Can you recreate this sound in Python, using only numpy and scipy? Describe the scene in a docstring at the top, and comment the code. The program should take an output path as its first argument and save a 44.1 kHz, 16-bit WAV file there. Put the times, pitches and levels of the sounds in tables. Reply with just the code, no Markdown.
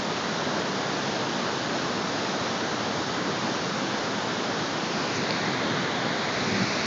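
"""A large waterfall roars steadily in a rocky valley, heard from a distance on a hand-held camera's
microphone. Countless splashes merge into one rush. Near the end the camera is turned: the hand around
the microphone colours the rush, the grip rubs and ticks once, and soft gusts buffet the microphone."""
import sys
import numpy as np
from scipy import signal
from scipy.fft import rfft, irfft
from scipy.io import wavfile

SR = 44100
rng = np.random.default_rng(int(sys.argv[2]) if len(sys.argv) > 2 else 0)


def generate_wav(sig):
    """Save sig (samples, or channels by samples) to the path in sys.argv[1] as 16-bit PCM at SR."""
    pcm = np.round(np.clip(np.atleast_2d(sig).T, -1, 1) * 32767).astype(np.int16)
    wavfile.write(sys.argv[1], SR, pcm)


N = 302509
HOP = 256
TIME_S, FRAME_S = np.arange(N) / SR, np.arange(N // HOP + 6) * HOP / SR
ALL_HZ, BIN_HZ = np.fft.rfftfreq(N, 1 / SR), np.fft.rfftfreq(4 * HOP, 1 / SR)


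def gain_of(db):
    """Decibels to amplitude."""
    return 10 ** (np.asarray(db) / 20)


def unit_rms(x):
    """Scales x to rms 1."""
    return x / np.sqrt(np.mean(x ** 2) + 1e-20)


def bell(x, centre, width):
    """A bump of height 1 and the given full width at half height."""
    return .5 ** ((2 * (x - centre) / width) ** 2)


def ease(t, middle_s, length_s):
    """A smooth move from 0 to 1."""
    return .5 + .5 * np.sin(np.pi * np.clip((t - middle_s) / length_s, -.5, .5))


def coloured(x, curve):
    """Filters x by (frequency_hz, level_db) points, joined over log frequency."""
    hz, db = np.transpose(curve)
    curve_db = np.interp(np.log(ALL_HZ + 1), np.log(hz + 1), db)
    return irfft(rfft(x) * gain_of(curve_db), N)


def shaped(x, db):
    """Gives x a changing colour, in dB over frames x bins."""
    spectra = signal.stft(x, nperseg=4 * HOP, noverlap=3 * HOP)[2]
    gain = gain_of(db[:spectra.shape[1]].T)
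    return signal.istft(spectra * gain, nperseg=4 * HOP, noverlap=3 * HOP)[1][:N]


def drift(frames, bins):
    """Smooth random patches of the given size in time and frequency, rms 1."""
    noise = rng.standard_normal((len(FRAME_S) + frames - 1, len(BIN_HZ) + bins - 1))
    patch = np.outer(np.hanning(frames), np.hanning(bins))
    return unit_rms(signal.fftconvolve(noise, patch, "valid"))


# A finger on the case, next to the microphone: peak_s, length_s, centre_hz, width_hz, level_db
FINGER_SLIDE = (5.162, .055, 6000, 1700, -35.5)

def finger_rub():
    """Friction gives a brief, high hiss as a finger slides over the case."""
    peak_s, length_s, centre_hz, width_hz, level_db = FINGER_SLIDE
    friction = irfft(rfft(rng.standard_normal(N)) * bell(ALL_HZ, centre_hz, width_hz), N)
    return gain_of(level_db) * bell(TIME_S, peak_s, length_s / 2) * unit_rms(friction)


# Modes of the case that holds the microphone: pitch_hz, relative_db, t60_s
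CASE_MODES = [(2300, -5, .0033), (4500, 1, .003)]

def case_tick(start_s=5.3073, peak_db=-11.5, contact_s=.0007):
    """The case gives one dry tick as the grip shifts; a soft contact keeps it inside its modes."""
    age = np.maximum(TIME_S - start_s, 0)
    push = np.minimum(age / contact_s, 1) ** 2
    ring = push * sum(gain_of(db - 60 * age / t60) * np.sin(2 * np.pi * hz * age)
                      for hz, db, t60 in CASE_MODES)
    return gain_of(peak_db) * ring / abs(ring).max()


# Gusts right on the microphone: peak_s, width_s, level_db
WIND_GUSTS = [(5.247, 0.19, -34), (5.5, 0.11, -32.5), (5.708, 0.17, -33), (6.57, .22, -27)]
# Spectrum of their rumble: frequency_hz, relative_db
RUMBLE_SPECTRUM = [(25, -49), (60, -27), (110, -2), (190, 3.5), (300, -5), (500, -12.5), (1200, -37.5),
                   (4000, -80)]

def wind():
    """Eddies at the microphone port rumble as each gust swells and dies."""
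    swell = sum(gain_of(db) * bell(TIME_S, peak_s, width_s) for peak_s, width_s, db in WIND_GUSTS)
    rumble = coloured(rng.standard_normal(N), RUMBLE_SPECTRUM)
    return swell * unit_rms(rumble)


# Two resonances and a dip of the hand round the microphone: base_pitch_hz, width_hz, base_gain_db
HAND_RESONANCES = [(2230, 900, 7.8), (2980, 650, -3.8), (4080, 1200, 4.5)]

def cupped_hand(rush, shade_db=-3.4, bare_db=3.7, shadow_hz=5450):
    """The hollow of the hand rings lower and more as it closes; the case shades, then bares the treble."""
    t = FRAME_S[:, None]
    closed = ease(t, middle_s=5.06, length_s=.85)
    turning = bell(t, centre=5.87, width=.86)
    bared = ease(t, middle_s=6.4, length_s=.55)
    # in mid-turn the grip loosens: the resonances lose depth and pitch
    depth = 1.02 * closed * (1 - .48 * turning)
    tuning = 1.048 * (1 + .28 * (1 - closed) - .15 * turning)
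    ring_db = sum(db * bell(BIN_HZ, hz * tuning, width) for hz, width, db in HAND_RESONANCES)
    treble_db = shade_db * turning + bare_db * bared
    # the shadow is deepest in one band and stays partly above it
    shadow = np.maximum(bell(BIN_HZ, shadow_hz, width=1300), .41 * (BIN_HZ > shadow_hz))
    return shaped(rush, depth * ring_db + treble_db * shadow)


# Spectrum of the fall, from a distance in the rocky valley: frequency_hz, relative_db
FALL_SPECTRUM = [(25, -58), (50, -31), (80, -15.5), (125, -5), (200, 0), (400, -3), (900, -6), (1600, -8.5),
                 (2100, -14), (2550, -16.5), (3700, -14), (5200, -17), (6800, -22), (12000, -33.5)]

def waterfall(level_db=-28, splashes_per_s=2500, splash_gain=.22, patchy_db=.5, surge_db=.12):
    """Far impacts blur into noise, nearer splashes add grain, and clumps of water surge in patches."""
    splashes = rng.standard_normal(N) * (rng.random(N) < splashes_per_s / SR)
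    impacts = rng.standard_normal(N) + splash_gain * unit_rms(splashes)
    rush = gain_of(level_db) * unit_rms(coloured(impacts, FALL_SPECTRUM))
    clumps_db = patchy_db * drift(frames=30, bins=24) + surge_db * drift(frames=80, bins=400)
    return shaped(rush, clumps_db)


def scene():
    """The distant fall heard past the hand, with wind and handling at the microphone, in mono."""
    return (cupped_hand(waterfall()) + wind() + finger_rub() + case_tick())[None]


# Treble response of the recorder behind the microphone: frequency_hz, gain_db
TREBLE_RESPONSE = [(6800, 0), (7200, -10), (7600, -20.5), (8000, -31.5), (8600, -30.5), (9000, -36)]

def record(dry):
    """A narrow-band recorder: the treble rolls off, then ends at 9100 Hz."""
    dull = coloured(dry[0], TREBLE_RESPONSE)
    low_pass = signal.firwin(511, 9100, window=("kaiser", 9), fs=SR)
    return signal.oaconvolve(dull, low_pass, "same")[None]


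dry = scene()
out = record(dry)
generate_wav(out)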